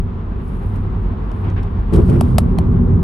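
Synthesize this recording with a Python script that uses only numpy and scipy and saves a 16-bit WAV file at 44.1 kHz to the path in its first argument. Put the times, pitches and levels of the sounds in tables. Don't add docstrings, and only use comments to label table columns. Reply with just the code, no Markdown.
import sys
import numpy as np
from scipy import signal
from scipy.fft import rfft, irfft
from scipy.io import wavfile

SR = 44100
rng = np.random.default_rng(int(sys.argv[2]) if len(sys.argv) > 2 else 0)


def bounce(signal):
    frames = np.transpose(np.atleast_2d(signal))
    limited = np.clip(frames, -1, 1)
    pcm = np.round(limited * 32767).astype(np.int16)
    wavfile.write(sys.argv[1], SR, pcm)


N = 133623
TIME, HZ = np.arange(N) / SR, np.fft.rfftfreq(N, 1 / SR)

# (frequency [Hz], width [Hz], asphalt gain [dB], deck gain [dB], thump gain [dB])
CABIN_MODES = [(41, 22, -22.5, -23.5, -16), (71.5, 24, -30, -19, -16), (95.4, 15, -27, -24, -19.5),
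               (127.5, 9.7, -43, -22.5, -20), (169.1, 22, -34.5, -20, -14), (236.3, 14, -40, -23.5, -24),
               (342.7, 22, -53, -51, -19.5), (379.9, 11, -44.5, -32, -43), (422, 16, -54.5, -53, -24)]
# (frequency [Hz], relative level [dB])
ASPHALT_COLOUR = [(30, -6.5), (50, 2.5), (110, -8), (200, -4.5), (300, -15), (420, -14.5), (560, -26),
                  (1050, -21.5), (1600, -33), (2100, -38.5), (3500, -47.5), (5000, -59.5), (7000, -69.5),
                  (12000, -81), (13000, -115)]
DECK_COLOUR = [(25, -24.5), (40, -12), (70, 1.5), (200, -3), (290, -9), (450, -12), (600, -24.5),
               (1100, -23), (1800, -42.5), (4000, -67.5), (14000, -120)]
# (time [s], gain [dB])
ASPHALT_SWELL = [(0, -2.5), (1.0, 1.27), (1.85, 1.3), (2.4, 0), (3.03, -3)]
# (time [s], gain [dB])
RUMBLE_RIDE = [(0, 8), (.22, -6.5), (.33, -0.5), (.75, -0.5), (.96, 4), (1.12, -1.5), (1.4, -3.5), (1.5, 0),
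               (1.9, -0.5)]
# (time [s], level [dB])
ENGINE_RIDE = [(0, -26), (.25, -34), (.58, -28.5), (.7, -20.5), (1.0, -28), (1.13, -39), (1.5, -19.5),
               (1.85, -23), (1.97, -15), (2.45, -21.5), (2.65, -14.5), (3.03, -18.5)]
# (time [s], hold [s], boom gain [dB], grit level [dB])
CROSSINGS = [(1.437, 0.071, -16.5, -40), (1.56, 0.03, -18, -35), (1.923, 0.073, 0.5, -42.5),
             (2.083, 0.085, -3, -42)]
# (frequency [Hz], relative level [dB])
BOOM_COLOUR = [(15, -29), (40, 6.5), (100, 6.5), (250, -11.5), (500, -7), (700, -18), (1400, -26),
               (3000, -46.5), (14000, -110)]
GRIT_COLOUR = [(300, -21), (700, 13.5), (1500, 5), (2500, 0.5), (3800, -12.5), (5500, -25), (14000, -71)]
# (time [s], crack level [dB], body level [dB], starting pitch [Hz])
KNOCK_HITS = [(1.135, -66, -28, 1180), (1.3135, -55, -27, 1210), (2.2096, -17, -9, 1460),
              (2.3829, -8, -4.5, 1100), (2.5858, -24, -13, 1400)]
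# (time [s], level [dB], share of dull plastic [0-1], decay [s])
TICK_HITS = [(0.757, -46, .1, 0.0085), (1.031, -52.5, 0.07, .005), (1.316, -39, 0.67, 0.0026),
             (1.501, -39, 0.76, .003), (1.63, -41, 0.6, 0.0072), (1.936, -30.5, 0.1, 0.008),
             (1.96, -33, 0.16, 0.0074), (2.098, -33, 0, 0.0034), (2.234, -39.5, 0.1, 0.0023),
             (2.585, -29.5, 0.9, .003)]
# (frequency [Hz], relative level [dB])
CASE_COLOUR = [(400, -11.5), (1200, 15), (1700, 6), (2300, 0.5), (2900, 5.5), (5000, 1), (6700, -6),
               (8350, -2), (9300, 1), (10200, 5), (11400, 1), (12300, -15.5), (13000, -28), (16000, -35)]
TRIM_COLOUR = [(800, -4), (3500, 4), (5500, -3.5), (8000, -13), (13000, -35.5)]
RUB_COLOUR = [(1000, -18.5), (4000, -3), (7000, -6.5), (8800, -0.5), (10000, 4.5), (11200, 9.5),
              (12200, -15), (13500, -47)]
# (time [s], level [dB])
RUB_RIDE = [(.3, -86), (.46, -62), (.74, -63), (.86, -75.5), (1.18, -80), (1.37, -65.5), (1.52, -74),
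            (1.9, -78), (2.3, -64.5), (2.5, -71), (3.03, -81)]
CHATTER_RIDE = [(1.9, -82), (1.94, -36.5), (2.0, -50.5), (2.06, -49.5), (2.1, -47), (2.19, -51.5),
                (2.31, -52.5), (2.45, -64), (2.7, -67.5)]
# (frequency [Hz], correlation [-1 to 1])
STEREO_LIKENESS = [(30, .997), (70, .98), (130, .94), (270, .8), (580, .25), (1240, -.05), (2640, .21),
                   (5600, .5)]
# (frequency [Hz], left minus right [dB])
STEREO_BALANCE = [(30, .5), (70, -1), (130, -1.7), (260, .4), (600, 1.5), (2000, .5), (3700, 3.5),
                  (9000, 1)]
# (frequency [Hz], gain [dB])
CASE_RIGHT_EQ = [(700, -3), (1400, -7), (2500, -5), (4000, -6.5), (7000, -5), (8000, -.5), (12000, 0)]

ON_ASPHALT, ON_DECK, IN_THUMP = 0, 1, 2
CASE_LAG_S = .0003


def road(asphalt_db=-25.5, patchy_db=1.18, deck_db=-21.5, deck_start_s=1.925, deck_rise_s=0.017):
    asphalt_gain = amp(asphalt_db + patchy_db * drift(12.0)) * ride(ASPHALT_SWELL)
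    asphalt = asphalt_gain * stereo_noise(eq(ASPHALT_COLOUR))
    rumble = ride(RUMBLE_RIDE) * cabin_rumble(ON_ASPHALT)
    deck = cabin_rumble(ON_DECK) + amp(deck_db) * stereo_noise(eq(DECK_COLOUR))
    deck_fade_in = np.clip((TIME - deck_start_s) / deck_rise_s, 0, 1)
    return asphalt + rumble + deck_fade_in * deck


def cabin_rumble(column):
    power = 0
    for hz, width, *gains_db in CABIN_MODES:
        peak = 1 / (1 + ((HZ - hz) / (0.74 * width)) ** 2) ** 2
        power = power + amp(gains_db[column]) ** 2 * peak / peak.sum()
    return stereo_noise(np.sqrt(power)) * np.sqrt(power.sum())


def axles(attack_s=0.0048, release_t60_s=.18, thud_hz=76.6, thud_t60_s=0.89, thud_db=-14, strike_db=1):
    boom_gain = grit_gain = impacts = 0
    for start, hold, boom_db, grit_db in CROSSINGS:
        t = np.maximum(TIME - start, 0)
        attack = np.minimum(t / attack_s, 1)
        envelope = attack * amp(-60 * np.maximum(t - hold, 0) / release_t60_s)
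        boom_gain += amp(boom_db) * envelope
        grit_gain += amp(grit_db) * envelope
        thud = amp(thud_db - 60 * t / thud_t60_s) * np.sin(2 * np.pi * thud_hz * t)
        impacts += attack * amp(boom_db) * (thud + amp(strike_db) * cabin_ring(t))
    boom = cabin_rumble(IN_THUMP) + amp(-16) * stereo_noise(eq(BOOM_COLOUR))
    return impacts + boom_gain * boom + grit_gain * stereo_noise(eq(GRIT_COLOUR))


def cabin_ring(t):
    return sum(amp(db) * np.exp(-np.pi * width * t) * np.sin(2 * np.pi * hz * t)
               for hz, width, _, _, db in CABIN_MODES)


def engine(firing_hz=94, pitch_waver=0.045, waver_db=2.8):
    turns = np.cumsum(firing_hz * (1 + pitch_waver * drift(4.7))) / SR
    return ride(ENGINE_RIDE) * amp(waver_db * drift(9)) * np.sin(2 * np.pi * turns)


def knocks(crack_s=0.0024, tail_s=0.013, tail_db=-22.5, right_db=-1):
    cracks = bodies = 0
    for start, crack_db, body_db, hz in KNOCK_HITS:
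        cracks += amp(crack_db) * (decay(start, crack_s) + amp(tail_db) * decay(start, tail_s))
        left, right = tock(start, hz), amp(right_db) * tock(start + CASE_LAG_S, hz)
        bodies += amp(body_db) * np.array([left, right])
    return bodies + through_case(cracks * random_signs(), CASE_COLOUR)


def tock(start, start_hz, end_hz=590, sag_s=.0015, peak_s=.0023):
    t = np.maximum(TIME - start, 0)
    turns = end_hz * t + (start_hz - end_hz) * sag_s * (1 - np.exp(-t / sag_s))
    age = t / peak_s
    return age * np.exp((1 - age ** 2) / 2) * np.sin(2 * np.pi * turns)


def ticks():
    bright = sum(amp(db) * (1 - dull) * decay(start, decay_s) for start, db, dull, decay_s in TICK_HITS)
    plastic = sum(amp(db) * dull * decay(start, decay_s) for start, db, dull, decay_s in TICK_HITS)
    case_ticks = through_case(bright * random_signs(), CASE_COLOUR)
    return case_ticks + through_case(plastic * random_signs(), TRIM_COLOUR)


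def rubbing(grains_per_s=1600, spread_db=-0.5, slip_db=2.2):
    grains = (rng.random(N) < grains_per_s / SR) * random_signs()
    grains *= amp(spread_db * np.minimum(rng.exponential(1, N), 4))
    slips = unit(amp(slip_db * drift(60)))
    hiss = ride(RUB_RIDE) * slips * rng.standard_normal(N)
    chatter = ride(CHATTER_RIDE) * unit(grains)
    return through_case(hiss, RUB_COLOUR) + through_case(chatter, CASE_COLOUR)


def through_case(drive, colour, split_hz=8250, offset_rad=.5):
    cepstrum = irfft(np.log(eq(colour)), N) * np.where(np.arange(N) < N // 2, 2, 0)
    response = np.exp(rfft(cepstrum))
    ringing = rfft(drive) * response / np.sqrt(np.mean(abs(response) ** 2))
    left_phase = 2 * np.pi * CASE_LAG_S * np.maximum(HZ - split_hz, 0) - offset_rad
    return irfft(np.array([ringing * np.exp(-1j * left_phase), ringing * eq(CASE_RIGHT_EQ)]), N)


def stereo_noise(spectrum):
    left, independent = rfft(rng.standard_normal((2, N)))
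    likeness = np.clip(curve(STEREO_LIKENESS), -1, 1)
    tilt = amp(curve(STEREO_BALANCE) / 2)
    right = likeness * left + np.sqrt(1 - likeness ** 2) * independent
    return unit(irfft(np.array([left * tilt, right / tilt]) * spectrum, N))


def drift(hz):
    return unit(irfft(rfft(rng.standard_normal(N)) / (1 + (HZ / hz) ** 4), N))


def random_signs():
    return rng.choice([-1., 1.], N)


def decay(start, decay_s):
    return (TIME >= start) * np.exp(-np.maximum(TIME - start, 0) / decay_s)


def ride(points):
    return amp(np.interp(TIME, *np.transpose(points)))


def curve(points):
    hz, value = np.transpose(points)
    return np.interp(np.log(HZ + 1), np.log(hz + 1), value)


def eq(points):
    return amp(curve(points))


def amp(db):
    return 10 ** (np.asarray(db) / 20)


def unit(x):
    return x / np.sqrt(np.mean(x ** 2) + 1e-20)


def scene():
    return road() + engine() + axles() + knocks() + ticks() + rubbing()


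def record(dry, low_cut_hz=31, ceiling=.94, high_cut_hz=16500):
    low_cut = np.sqrt(1 - 1 / (1 + (HZ / low_cut_hz) ** 12))
    trimmed = irfft(rfft(dry) * low_cut, N)
    limited = trimmed / (1 + (trimmed / ceiling) ** 8) ** (1 / 8)
    high_cut = signal.firwin(255, high_cut_hz, window=("kaiser", 9), fs=SR)
    return signal.oaconvolve(limited, high_cut[None], "same")


dry = scene()
out = record(dry)
bounce(out)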